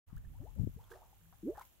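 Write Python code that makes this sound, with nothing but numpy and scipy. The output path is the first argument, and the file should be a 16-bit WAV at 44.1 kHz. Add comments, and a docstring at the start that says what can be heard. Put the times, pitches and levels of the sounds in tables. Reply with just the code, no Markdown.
"""Outdoors, at a pool of thick mud. Bubbles ring as their skins open, most gliding upward;
one large one gloops in two cavity modes and ends in a wet spatter. The crater's rim scatters
the pops and spatter. Tiny gas bubbles fizz throughout over a faint hiss, and light wind
rumbles on the microphone, once buffeting its left port."""
import sys
import numpy as np
from scipy import signal
from scipy.fft import rfft, irfft
from scipy.io import wavfile
from scipy.ndimage import uniform_filter1d

SR = 44100
rng = np.random.default_rng(int(sys.argv[2]) if len(sys.argv) > 2 else 0)


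def file_out(sig):
    """Save sig as 16-bit WAV at sys.argv[1]."""
    # one column per channel
    cols = np.atleast_2d(sig).T
    # limit, then scale
    lim = np.clip(cols, -1, 1)
    pcm = np.round(lim * 32767).astype(np.int16)
    wavfile.write(sys.argv[1], SR, pcm)


N = 79380
TIME = np.arange(N) / SR
WOBBLE_S = 0.0028
# wet mud spectrum: freq_hz, gain_db
MUD_SPECTRUM = [(200, -25), (400, 3), (800, 1), (1700, -0.5), (2500, -11.5), (6000, -5)]


def bubbles(swell_share=0.19, fall_db=13, skin_db=-14, skin_decay_s=0.0024):
    """Each cavity swells, glides in pitch and dies in the thick mud; its tearing skin crackles."""
    # start_s, length_s, from_hz, to_hz, level_db, pan_db
    bursts = [(0.167, 0.019, 1380, 1620, -70, -16), (0.248, 0.01, 1640, 1710, -72, -11),
              (0.336, 0.052, 735, 1118, -72.5, 6.5), (0.39, 0.072, 548, 605, -70.5, 4),
              (0.408, 0.055, 222.4, 532, -56, -1), (0.454, 0.043, 615, 997, -61, 6.5),
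              (0.56, 0.028, 532, 627, -66, 2), (0.58, 0.042, 850, 757, -72, -3),
              (0.772, 0.023, 380, 485, -63, 3), (0.79, 0.025, 773, 1075, -65, 5.5),
              (0.84, 0.0051, 3400, 3140, -69, -2), (0.906, 0.068, 353, 379, -62, -1.5),
              (0.912, 0.037, 432.5, 491, -56, -3), (0.916, 0.0088, 1444, 1780, -54, -7.5),
              (0.936, 0.012, 1710, 1650, -63.5, 0), (0.949, 0.036, 586, 790, -61.5, 7),
              (1.016, 0.0219, 773, 1230, -61, 3), (1.129, 0.01, 870, 770, -64.5, 6),
              (1.205, 0.14, 162.7, 177, -69.5, -4), (1.323, 0.03, 727, 830, -69.5, 7),
              (1.549, 0.035, 1740, 1790, -68, -7), (1.575, 0.01, 537, 630, -58, 0.5),
              (1.578, 0.018, 745, 1063, -47.5, 3.5), (1.594, 0.01, 1124, 1850, -56.5, -3),
              (1.6118, 0.0082, 1057, 892, -49.5, 3), (1.622, 0.014, 2140, 2230, -69.5, 14)]
    out = np.zeros((2, N))
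    skin = colour(clicks(per_s=4200, spread_db=6.6, width=1.0), MUD_SPECTRUM)
    for start_s, length_s, from_hz, to_hz, level_db, pan_db in bursts:
        t = np.arange(int(2 * length_s * SR)) / SR
        u = t / length_s
        wobble = unit(smooth(rng.standard_normal(N), WOBBLE_S))[:len(t)]
        pitch_hz = from_hz * (to_hz / from_hz) ** np.minimum(u, 1) * (1 + 0.051 * wobble)
        swell = np.minimum(u / swell_share, 1) ** 0.19
        fall = amp(-fall_db * (np.maximum(u - swell_share, 0) / (1 - swell_share)) ** 2.68)
        ring = swell * fall * tone(pitch_hz)
        tear = amp(skin_db) * np.exp(-t / skin_decay_s) * skin[:, int(start_s * SR):][:, :len(t)]
        add(out, start_s, pan(pan_db) * amp(level_db) * (ring + tear))
    return out


def gloop(low_pan_db=-2.5, high_pan_db=4.5, edge_s=0.0055):
    """Two modes of the large cavity climb as its mouth widens."""
    # time_s, pitch_hz, level_db
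    low_mode = [(1.428, 171, -51.5), (1.447, 195, -47.5), (1.482, 299, -35.5), (1.502, 379, -36.5),
                (1.512, 443, -46), (1.541, 472, -61)]
    high_mode = [(1.428, 318, -45), (1.451, 322.5, -48), (1.476, 470, -44.5), (1.493, 614, -49.5),
                 (1.515, 565, -55), (1.545, 705, -60.5)]
    out = np.zeros((2, N))
    for mode, pan_db in ((low_mode, low_pan_db), (high_mode, high_pan_db)):
        time_s, pitch_hz, level_db = np.transpose(mode)
        inside_s = np.minimum(TIME - time_s[0], time_s[-1] - TIME)
        edges = np.sin(np.pi / 2 * np.clip(inside_s / edge_s, 0, 1)) ** 2
        roughness = 1 + 0.1 * unit(smooth(rng.standard_normal(N), WOBBLE_S))
        level = edges * amp(np.interp(TIME, time_s, level_db)) * roughness
        out += pan(pan_db) * level * tone(np.interp(TIME, time_s, pitch_hz) * (TIME > time_s[0]))
    return out


def spatter(simmer_db=-85.5, rise_ratio=1.13):
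    """Collapsing skins crackle through a shrinking hollow and throw spray; small pops simmer between."""
    # start_s, length_s, hollow_hz, squelch_db, spray_db
    collapses = [(0.087, 0.14, 990, -73, -85.5), (0.413, 0.034, 704, -67.5, -92),
                 (0.803, 0.21, 910, -70.5, -78.5), (0.904, 0.077, 930, -63, -68),
                 (0.955, 0.19, 707, -65, -80), (1.326, 0.02, 1080, -64.5, -98),
                 (1.475, 0.18, 584, -66.5, -93), (1.545, 0.12, 820, -66, -83),
                 (1.572, 0.06, 1120, -58, -73.5), (1.611, 0.028, 1210, -63.5, -67)]
    # freq_hz, gain_db
    spray_spectrum = [(1500, -1.5), (3200, 11.5), (15500, 4.5)]
    crackle = colour(clicks(per_s=5000, spread_db=4.4, width=0.83), MUD_SPECTRUM)
    spray = held(colour(clicks(per_s=1300, spread_db=1, width=0.63), spray_spectrum), 0.06)
    simmer = pops(per_s=270, spread_db=2.8, low_hz=620, high_hz=3020, cycles=2.93, width=0.52)
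    out = amp(simmer_db) * colour(simmer, MUD_SPECTRUM)
    for start_s, length_s, hollow_hz, squelch_db, spray_db in collapses:
        u = np.arange(int(length_s * SR)) / (length_s * SR)
        span = (int(start_s * SR) + np.arange(len(u))) % N
        pitch_hz, bandwidth_hz = hollow_hz * rise_ratio ** u, 0.71 * hollow_hz
        hollow = resonate(crackle[:, span], pitch_hz, bandwidth_hz)
        squelch = unit(resonate(hollow, pitch_hz, bandwidth_hz))
        arch = np.sin(np.pi * u ** 0.24) ** 0.81
        add(out, start_s, arch * (amp(squelch_db) * squelch + amp(spray_db) * spray[:, span]))
    return out


def rim(x, level_db=-16.5, t60_s=0.2, build_s=0.035):
    """Short, dull scatter from the mud walls."""
    t = TIME[:N // 8]
    scatter = colour(rng.standard_normal((2, len(t))), [(100, 14), (1800, 7.8), (8000, 6)])
    taps = scatter * amp(-60 * t / t60_s) * np.minimum(t / build_s, 1)
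    return signal.fftconvolve(x, taps / np.linalg.norm(taps[0]), axes=1)[:, :N] * amp(level_db)


def fizz(pan_db=-3, tick_decay_s=0.0033):
    """Tiny gas bubbles prickle; single ones tick sharply."""
    # freq_hz, gain_db
    spectrum = [(1000, -21.5), (3000, -1), (4800, -10.5), (7000, -1), (9500, -9.5), (11500, 2),
                (15500, 0.5)]
    # time_s, level_db
    prickle_levels = [(.07, -82.5), (.43, -72.5), (1.39, -72), (1.66, -68), (1.8, -74)]
    # start_s, level_db
    ticks = [(.164, -59), (.179, -58.5), (0.843, -77), (0.9174, -55), (1.572, -60), (1.595, -51),
             (1.6205, -56), (1.6515, -55.5)]
    gas = pops(per_s=9000, spread_db=2.6, low_hz=1430, high_hz=SR / 3, cycles=1.38, width=1.58)
    prickle = amp(curve(prickle_levels)) * colour(gas, spectrum)
    tick_level = sum(amp(level_db) * np.exp(-abs(TIME - start_s) / tick_decay_s) * (TIME >= start_s)
                     for start_s, level_db in ticks)
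    return pan(pan_db) * (prickle + tick_level * colour(rng.standard_normal((2, N)), spectrum))


def wind():
    """Independent rumble on the two ports; eddies thump them and one gust flutters on the left."""
    # time_s, level_db
    left_levels = [(.07, -65.5), (.16, -40), (.24, -58), (.4, -47.5), (.74, -49), (.88, -63.5),
                   (1.18, -65.5), (1.54, -57), (1.7, -68)]
    right_levels = [(.07, -60), (.27, -46.5), (.52, -62), (.66, -49), (.82, -57), (1.38, -72), (1.52, -55),
                    (1.7, -79)]
    gust_levels = [(.56, -51.5), (.592, -29.5), (.645, -28.5), (.655, -42), (.7, -37)]
    # freq_hz, gain_db
    rumble_spectrum = [(18, -38), (40, 0), (110, -6.5), (200, -23.5), (600, -53), (2000, -125)]
    gust_spectrum = [(25, -15), (70, -6.5), (95, 5.5), (125, -11), (160, -4), (220, -14.5), (1500, -70)]
    # centre_s, width_s, level_db, pan_db
    eddies = [(0.131, 0.0022, -44.5, 16), (0.169, 0.0057, -39.5, -3), (0.277, 0.0085, -43.5, -4),
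              (0.405, 0.0037, -43, 18.5), (0.674, 0.0013, -37, 25), (.765, 0.0024, -45, 18)]
    rumble = held(colour(rng.standard_normal((2, N)), rumble_spectrum), 0.065)
    out = rumble * amp([curve(left_levels), curve(right_levels)])
    gust = amp(np.interp(TIME, *np.transpose(gust_levels), -np.inf, -np.inf))
    out[0] += smooth(gust, 0.00055) * held(colour(rng.standard_normal(N), gust_spectrum), 0.046)
    for centre_s, width_s, level_db, pan_db in eddies:
        u = (TIME - centre_s) / width_s
        out += pan(pan_db) * amp(level_db) * np.cos(2 * u) / (1 + u ** 2) * np.exp(-(u / 4) ** 2)
    return out


def hiss(level_db=-72.5):
    """Steady outdoor hiss."""
    # freq_hz, gain_db
    spectrum = [(100, 2.5), (2500, -13), (5000, -20.5), (16000, -16.5)]
    return amp(level_db) * colour(rng.standard_normal((2, N)), spectrum)


def pops(per_s, spread_db, low_hz, high_hz, cycles, width, sizes=16):
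    """Random tiny bubbles, each a few cycles that bend upward."""
    out = np.zeros((2, N))
    for pitch_hz in np.geomspace(low_hz, high_hz, sizes):
        u = np.arange(int(5 * cycles * SR / pitch_hz) + 2) * pitch_hz / (cycles * SR)
        ring = u * np.exp(-2 * u) * np.sin(2 * np.pi * cycles * u * (1 + u / 20))
        ring = np.sqrt(pitch_hz) * ring / np.linalg.norm(ring)
        out += signal.oaconvolve(clicks(per_s / sizes, spread_db, width), ring[None], axes=1)[:, :N]
    return out


def clicks(per_s, spread_db, width):
    """Random clicks of uneven size, scattered over a stereo width."""
    size = amp(spread_db * np.minimum(rng.exponential(1, N), 5)) * rng.choice([-1, 1], N)
    angle = np.pi / 4 + width * rng.uniform(-1.13, 1, N)
    return size * (rng.random(N) < per_s / SR) * np.array([np.cos(angle), np.sin(angle)])


def resonate(x, pitch_hz, bandwidth_hz):
    """Resonance along a pitch curve."""
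    turn = np.exp(2j * np.pi * np.cumsum(pitch_hz) / SR)
    pole = np.exp(-np.pi * bandwidth_hz / SR)
    return 2 * (turn * signal.lfilter([1 - pole], [1, -pole], x / turn)).real


def tone(pitch_hz):
    """Sine along a pitch curve, rms 1."""
    return np.sqrt(2) * np.sin(2 * np.pi * np.cumsum(pitch_hz) / SR)


def colour(x, spectrum):
    """Filters by (freq_hz, gain_db) points, to rms 1."""
    freq_hz, gain_db = np.transpose(spectrum)
    bins_hz = np.fft.rfftfreq(x.shape[-1], 1 / SR)
    gain = amp(np.interp(np.log(bins_hz + 1), np.log(freq_hz), gain_db))
    return unit(irfft(rfft(x) * gain, x.shape[-1]))


def smooth(x, window_s):
    """Moving average, twice."""
    size = max(int(window_s * SR), 1)
    return uniform_filter1d(uniform_filter1d(x, size), size)


def held(x, window_s):
    """Evens out swells slower than the window."""
    return x / np.sqrt(abs(smooth(x ** 2, window_s)) + 1e-9)


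def amp(db):
    """Decibels to gain."""
    return 10 ** (np.asarray(db) / 20)


def unit(x):
    """Scales to rms 1."""
    return x / np.sqrt(np.mean(x ** 2) + 1e-20)


def curve(points):
    """Joins (time_s, value) points over the scene."""
    return np.interp(TIME, *np.transpose(points))


def pan(pan_db):
    """Stereo gains, left over right by pan_db."""
    return amp(np.array([[pan_db], [-pan_db]]) / 2)


def add(mix, start_s, sound):
    """Mixes in a stereo sound."""
    part = mix[:, max(round(start_s * SR), 0):][:, :sound.shape[1]]
    part += sound[:, :part.shape[1]]


def scene():
    """Mud pool, rim and open air."""
    mud = bubbles() + spatter()
    return gloop() + mud + rim(mud) + fizz() + hiss() + wind()


def record(dry):
    """Quick fade-in, then low-pass."""
    fade_span_s, cutoff_hz = (0.064, 0.082), 15800
    faded = dry * np.interp(TIME, fade_span_s, [0, 1])
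    taps = signal.firwin(511, cutoff_hz, window=("kaiser", 9), fs=SR)
    return signal.oaconvolve(faded, taps[None], "same")


dry = scene()
out = record(dry)
file_out(out)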